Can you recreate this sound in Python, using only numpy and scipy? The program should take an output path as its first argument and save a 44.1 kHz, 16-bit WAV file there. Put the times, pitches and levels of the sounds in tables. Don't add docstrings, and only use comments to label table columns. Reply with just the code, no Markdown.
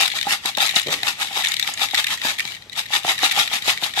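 import sys
import numpy as np
from scipy import signal
from scipy.fft import rfft, irfft, next_fast_len
from scipy.io import wavfile

SR = 44100
rng = np.random.default_rng(int(sys.argv[2]) if len(sys.argv) > 2 else 0)


def transcribe(signal):
    frames = np.atleast_2d(signal).T
    limited = np.clip(frames, -1, 1)
    pcm = np.round(limited * 32767).astype(np.int16)
    wavfile.write(sys.argv[1], SR, pcm)


N = 176400
TIME = np.arange(N) / SR
CLICK_CONTACT_S, KNOCK_CONTACT_S = 0.002, 0.004
LEAD_S, LEAD_SPREAD_S = 0.00017, 0.00008


def swarm():
    # landing time, rise, hold and fall in seconds, relative level in dB.
    shakes = [(0.009, 0.044, 0.011, 0.032, -16), (0.156, 0.0088, 0.02, 0.013, -23.5),
              (0.326, 0.035, 0.0021, 0.019, -16), (0.464, 0.023, 0.031, 0.014, -26),
              (0.621, 0.021, 0.0097, 0.035, -17.5), (0.766, 0.011, 0.016, 0.018, -18.5),
              (0.925, 0.016, 0.0096, 0.024, -20), (1.085, 0.028, 0.0049, 0.022, -19),
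              (1.21, 0.018, 0.02, 0.031, -23), (1.38, 0.048, 0.022, 0.026, -24),
              (1.48, 0.037, 0.016, 0.037, -28.5), (1.686, 0.041, 0.0033, 0.038, -27),
              (1.833, 0.028, 0.0053, 0.018, -18), (1.99, 0.027, 0.007, 0.021, -21.5),
              (2.124, 0.029, 0.012, 0.016, -23), (2.254, 0.023, 0.049, 0.026, -22.5),
              (2.386, 0.0041, 0.004, 0.12, -35), (2.52, 0.064, 0.0081, 0.0066, -38.5),
              (2.786, 0.015, 0.0043, 0.018, -19.5), (2.942, 0.018, 0.024, 0.017, -19),
              (3.092, 0.031, 0.021, 0.021, -18.5), (3.251, 0.026, 0.0028, 0.022, -14.5),
              (3.391, 0.031, 0.0071, 0.031, -15), (3.537, 0.018, 0.015, 0.026, -21.5),
              (3.696, 0.026, 0.0027, 0.023, -14.5), (3.838, 0.019, 0.0091, 0.028, -21.5),
              (3.994, 0.023, 0.02, 0.04, -19.5)]
    # frequency in Hz, left and right gain in dB.
    bottle = [(59, -31, -54), (202, -21.5, -22), (488, -25.5, -30.5), (670, -13, -19), (814, -11, -5.5),
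              (985, -13.5, -16), (1245, -11.5, -10), (1404, -18.5, -7), (1536, -20, -14.5),
              (1760, -8.5, -4.5), (2230, -12.5, -7.5), (2325, -4.5, -25), (2680, -5.5, -6),
              (3100, -6.5, -31.5), (3846, -1.5, -13), (4130, -12, -19.5), (4860, -10, -16),
              (4950, -14, -17.5), (7740, -22.5, -18.5), (10500, -30, -26), (11340, -22.5, -19),
              (13200, -37, -30), (13700, -41, -39), (15000, -47, -32), (16500, -29, -71)]
    power = 0
    for start, rise, hold, fall, db in shakes:
        swell = (np.maximum(start - TIME, 0) / rise) ** 1.18
        settle = np.maximum(TIME - start - hold, 0) / fall
        power += amp(db) ** 2 * np.exp(-2 * (swell + settle))
    return amp(1) * np.sqrt(power) * collisions(bottle, per_s=5000, spread_db=6, contact_s=0.0006)


def trickle():
    # time in seconds, relative level in dB.
    fader = [(0, -21), (.25, -28.5), (.42, -45), (.53, -33), (.68, -22.5), (1.0, -28), (1.17, -40),
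             (1.45, -20.5), (1.76, -32.5), (2.05, -20.5), (2.19, -31.5), (2.42, -32.5), (2.53, -23.5),
             (2.6, -50), (2.705, -54), (2.725, -30.5), (2.87, -32.5), (3.3, -28.5), (3.6, -29), (4, -33.5)]
    # frequency in Hz, left and right gain in dB.
    magazine = [(100, -59, -18), (513, -45, -25.5), (794, -30, -26), (1430, -21, -41), (1940, 2.5, 11.5),
                (2324, 9, -24), (2600, -13, 0), (2870, 5, -7), (4070, 3, -13), (4740, -10, -10),
                (7200, -42, -8), (10000, -29, -20), (11400, -34, -16), (15000, -42, -26)]
    level = amp(np.interp(TIME, *np.transpose(fader)) - 5.5)
    return level * collisions(magazine, per_s=750, spread_db=10, contact_s=0.0021)


def clicks():
    # start in seconds, relative levels of low ring, high ring and tick in dB.
    strikes = [(0.06, -31, -16, -23), (0.078, -31, -21, -21.5), (0.187, -19, -20, -36),
               (0.2113, -25, -18.5, -23.5), (0.228, -28, -24, -23.5), (0.4566, -44, -18.5, -20.5),
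               (0.5496, -44, -20.5, -40), (0.5705, -21, -21, -23.5), (0.583, -28, -17, -25),
               (0.6027, -26, -12.5, -37), (0.672, -29, -23, -22.5), (0.692, -21, -16.5, -28),
               (0.7096, -24, -22, -29), (0.7604, -35, -8.5, -42), (0.7855, -28, -18, -35),
               (0.796, -20, -21.5, -23), (0.83, -36, -38, -31), (0.868, -22, -22.5, -33),
               (1.0315, -20.5, -16.5, -24), (1.2705, -44, -25, -32.5), (1.4362, -18, -31, -34),
               (1.447, -14.5, -22, -19.5), (1.4701, -25, -16.5, -26), (1.518, -20.5, -19.5, -23),
               (1.5398, -28, -22, -22.5), (1.5668, -30, -18, -33), (1.5961, -17, -30, -19),
               (1.626, -38, -12.5, -28), (1.6739, -20, -21, -22), (1.774, -24, -26, -34),
               (1.9013, -43, -30, -40), (1.91, -41, -20, -31), (1.945, -11, -16.5, -21),
               (1.95, -31, -18, -23), (1.978, -46, -22, -37), (1.998, -22, -21, -21.5),
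               (2.0416, -14, -17.5, -22), (2.068, -12.5, -29, -27), (2.104, -25.5, -32, -29),
               (2.2158, -19, -23.5, -31), (2.386, -21, -27, -28), (2.394, -11, -26, -23.5),
               (2.403, -14, -21.5, -25), (2.4515, -36, -22, -31), (2.566, -29.5, -37, -61),
               (2.6215, -37, -37, -47), (2.696, -40, -31, -43), (2.861, -32, -31, -39),
               (2.9368, -17, -22, -34), (3.179, -23, -22, -34), (3.189, -18, -29, -28),
               (3.297, -40, -20, -42), (3.311, -16, -23, -23.5), (3.316, -17, -17.5, -22),
               (3.322, -21, -27, -23), (3.355, -32, -31, -28), (3.4756, -17.5, -25, -30),
               (3.531, -20, -23, -32), (3.622, -26, -24.5, -35), (3.7743, -18.5, -27, -35),
               (3.936, -23.5, -26, -45), (3.967, -27, -22, -45)]
    # start in seconds, level in dB.
    glances = [(0.664, -23), (0.7555, -21), (0.816, -28.5), (1.4845, -24), (1.737, -26)]
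    # frequency in Hz, left and right gain in dB.
    tick_colour = [(505, -23, -2), (1960, 7, 7), (4940, 2, -8.5), (8000, -12, -5.5), (10500, -9.5, -11.5),
                   (11400, -13.5, -5), (13000, -15, -13), (15000, -29, -19)]
    # frequency in Hz, T60 in seconds, left and right gain in dB.
    low_ring = [(1820, 0.031, 26, 7.5), (1960, 0.037, -6, 22.5), (2325, 0.05, 8.5, 23),
                (2720, 0.072, -4, 11)]
    high_ring = [(3320, 0.048, 7, -2), (3760, 0.024, 20.5, -6.5), (3970, 0.04, 7, -6),
                 (4500, 0.011, -28, -2)]
    ping_ring = [(5300, .008, -11, -1), (6650, 0.017, -2, 6), (7400, 0.011, 1, -3), (8580, 0.0069, -3, 4)]
    out, tick = np.zeros((2, N)), response(tick_colour)
    for start, low_db, high_db, tick_db in strikes:
        add(out, start, low_db - 4, ring(low_ring, CLICK_CONTACT_S))
        add(out, start, high_db - 2, ring(high_ring, CLICK_CONTACT_S, detune=0.023))
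        add(out, start, tick_db + 3, through(chatter(contact_s=0.0028, channels=2), tick))
    for start, db in glances:
        add(out, start, db, ring(ping_ring, CLICK_CONTACT_S))
    return highpass(out, hz=1730)


def knocks():
    # start in seconds, relative levels of knock and thud in dB.
    hits = [(.005, -23, -49), (0.136, -30, -54), (0.267, -12.5, -31.5), (0.452, -22, -26),
            (0.575, -16, -50), (.588, -22, -48), (.735, -30, -61), (0.762, -24, -25), (1.029, -25, -37),
            (1.307, -27.5, -43), (1.37, -21, -48), (1.815, -21, -41), (1.934, -20.5, -32.5),
            (2.249, -21.5, -25), (2.449, -34, -34), (2.903, -31, -53), (3.046, -16, -27), (3.078, -20, -54),
            (3.231, -12.5, -24), (3.373, -14.5, -29), (3.512, -28, -47), (3.677, -18, -54),
            (3.824, -23, -34), (3.973, -16.5, -39)]
    # frequency in Hz, T60 in seconds, left and right gain in dB.
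    knock_ring = [(620, 0.044, -16, -26), (777, 0.078, 13, 8), (842, 0.059, 5, 15), (1265, 0.045, -16, 0.5)]
    thud_ring = [(150, 0.045, -2.5, -4), (214, 0.042, 8.5, 6.5), (300, 0.028, -3, 1.5),
                 (426, 0.0085, -6, -15)]
    out = np.zeros((2, N))
    for start, knock_db, thud_db in hits:
        add(out, start, knock_db - 2, ring(knock_ring, KNOCK_CONTACT_S))
        add(out, start, thud_db - 3, ring(thud_ring, KNOCK_CONTACT_S))
    return highpass(out, hz=123)


def wall_ring(rattle):
    # frequency in Hz, T60 in seconds.
    decay = [(200, 0.063), (3000, 0.038), (12000, 0.1)]
    return amp(-3) * smooth_tail(rattle, decay, block=2048)


def bump():
    # start in seconds, pitch in Hz, level in dB.
    clunks = [(0.861, 420, -31), (.870, 453, -24.5), (0.884, 540, -26.5), (0.894, 790, -35),
              (2.66, 450, -49)]
    # multiple of the pitch, gain in dB.
    partials = [(.74, -12), (1, 6), (1.36, -1)]
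    # frequency in Hz, T60 in seconds, left and right gain in dB.
    boom = [(160, 0.19, 0, 0.0032)]
    # frequency in Hz, T60 in seconds.
    decay = [(200, 0.48), (800, 0.27)]
    out, t60 = np.zeros((2, N)), 0.026
    for start, hz, db in clunks:
        modes = [(hz * ratio, t60, gain, gain) for ratio, gain in partials]
        add(out, start, db, ring(modes, CLICK_CONTACT_S))
    out = highpass(out, hz=160)
    add(out, start=0.878, db=-35, sound=ring(boom, KNOCK_CONTACT_S, size=16384))
    return out + amp(-0.5) * tail(out, decay)


def room_reverb(near):
    # frequency in Hz, T60 in seconds.
    decay = [(150, 0.39), (600, 0.22), (3000, 0.52), (12000, 0.26)]
    return amp(-17) * smooth_tail(near, decay, block=16384)


def room_tone():
    # frequency in Hz, left and right gain in dB.
    colour = [(25, -8, -16), (54.5, 3.5, 1.5), (116, 9, 8.5), (215, 3, 0.5), (497, -9.5, -4),
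              (1500, -10, -11), (6030, -12, -18), (15000, -50, -47)]
    return amp(-49) * unit(through(rng.standard_normal(N), response(colour)))


def chatter(contact_s, channels=1, size=1024):
    age = np.arange(size) / SR / contact_s
    return rng.standard_normal((channels, size)) * age * np.exp(-2 * age)


def collisions(body, per_s, spread_db, contact_s, size=160, variants=256):
    chance, weight, place = rng.random(N), rng.standard_normal(N), rng.standard_normal(N)
    contacts = chatter(contact_s, variants, size)
    variant = rng.integers(variants, size=N)
    left = np.flatnonzero(chance < per_s / SR)
    lag = np.round(SR * (LEAD_S + LEAD_SPREAD_S * place[left])).astype(int)
    right = np.maximum(left + lag, 0)
    force = contacts[variant[left]] * amp(spread_db * np.clip(weight[left, None], -2, 2))
    spans = [starts[:, None] + np.arange(size) for starts in (left, right)]
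    hail = [np.bincount(span.ravel(), force.ravel(), N)[:N] for span in spans]
    return unit(through(hail, response(body)))


def ring(modes, contact_s, detune=0.027, size=4096):
    t, out = np.arange(size) / SR, 0
    stereo_t = t - np.array([[0], [LEAD_S]])
    force = chatter(contact_s)[0]
    for hz, t60, left_db, right_db in modes:
        hz = hz * (1 + detune * rng.normal())
        mode = np.sin(2 * np.pi * hz * stereo_t) * amp(-60 * t / t60)
        gain = amp([[left_db], [right_db]]) * amp(2 * rng.normal())
        out += gain * unit(through(force, mode))
    return out


def tail(x, t60s, alike_hz=1100):
    hz, t, noise = signal.stft(rng.standard_normal((2, SR // 2)), SR, nperseg=256)
    alike = np.exp(-(hz[:, None] / alike_hz) ** 2)
    noise[1] = alike * noise[0] + np.sqrt(1 - alike ** 2) * noise[1]
    fade = amp(-60 * t / along(t60s, hz).T)
    impulse = signal.istft(noise * fade, SR, nperseg=256)[1]
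    return through(x, impulse / np.linalg.norm(impulse[0]))


def smooth_tail(x, t60s, block):
    out = np.zeros((2, N))
    for i in range(0, N, block):
        part = tail(x[:, i:i + block], t60s)[:, :N - i]
        out[:, i:i + part.shape[1]] += part
    return out


def add(out, start, db, sound, blow_s=0.005):
    i = max(0, round(start * SR))
    part = sound[:, :N - i]
    out[:, i:i + part.shape[1]] += amp(db) * part * np.sqrt(2 * blow_s * SR / np.sum(sound ** 2))


def highpass(x, hz):
    return signal.sosfilt(signal.butter(3, hz, "highpass", fs=SR, output="sos"), x)


def response(colour, size=4096):
    gain = amp(along(colour, np.fft.rfftfreq(size, 1 / SR)))
    cepstrum = irfft(np.log(gain))
    cepstrum[:, 1:size // 2] *= 2
    cepstrum[:, size // 2 + 1:] = 0
    return irfft(np.exp(rfft(cepstrum)))


def along(points, hz):
    points_hz, *columns = np.transpose(points)
    return np.array([np.interp(np.log(hz + 1), np.log(points_hz + 1), column) for column in columns])


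def through(x, impulse):
    return signal.fftconvolve(np.atleast_2d(x), impulse, axes=1)[:, :N]


def amp(db):
    return 10 ** (np.asarray(db) / 20)


def unit(x):
    return x / np.sqrt(np.mean(x ** 2) + 1e-20)


def scene():
    rattle = swarm() + trickle()
    near = rattle + wall_ring(rattle) + clicks() + knocks()
    return near + room_tone() + room_reverb(near) + bump()


def record(dry):
    # frequency in Hz, left and right gain in dB.
    ports = [(19.6, -5.5, -5), (12500, 2.5, 2), (13300, -3, 7), (14100, -22, -25), (14900, -6, 8),
             (15300, -2, 2), (15800, -28, -4)]
    ceiling, knee = 0.95, 6
    heard = through(dry, response(ports))
    rounded = heard / (1 + np.abs(heard / ceiling) ** knee) ** (1 / knee)
    size = next_fast_len(N + SR // 2)
    in_band = np.fft.rfftfreq(size, 1 / SR) < 16000
    return irfft(rfft(rounded, size) * in_band, size)[:, :N]


dry = scene()
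out = record(dry)
transcribe(out)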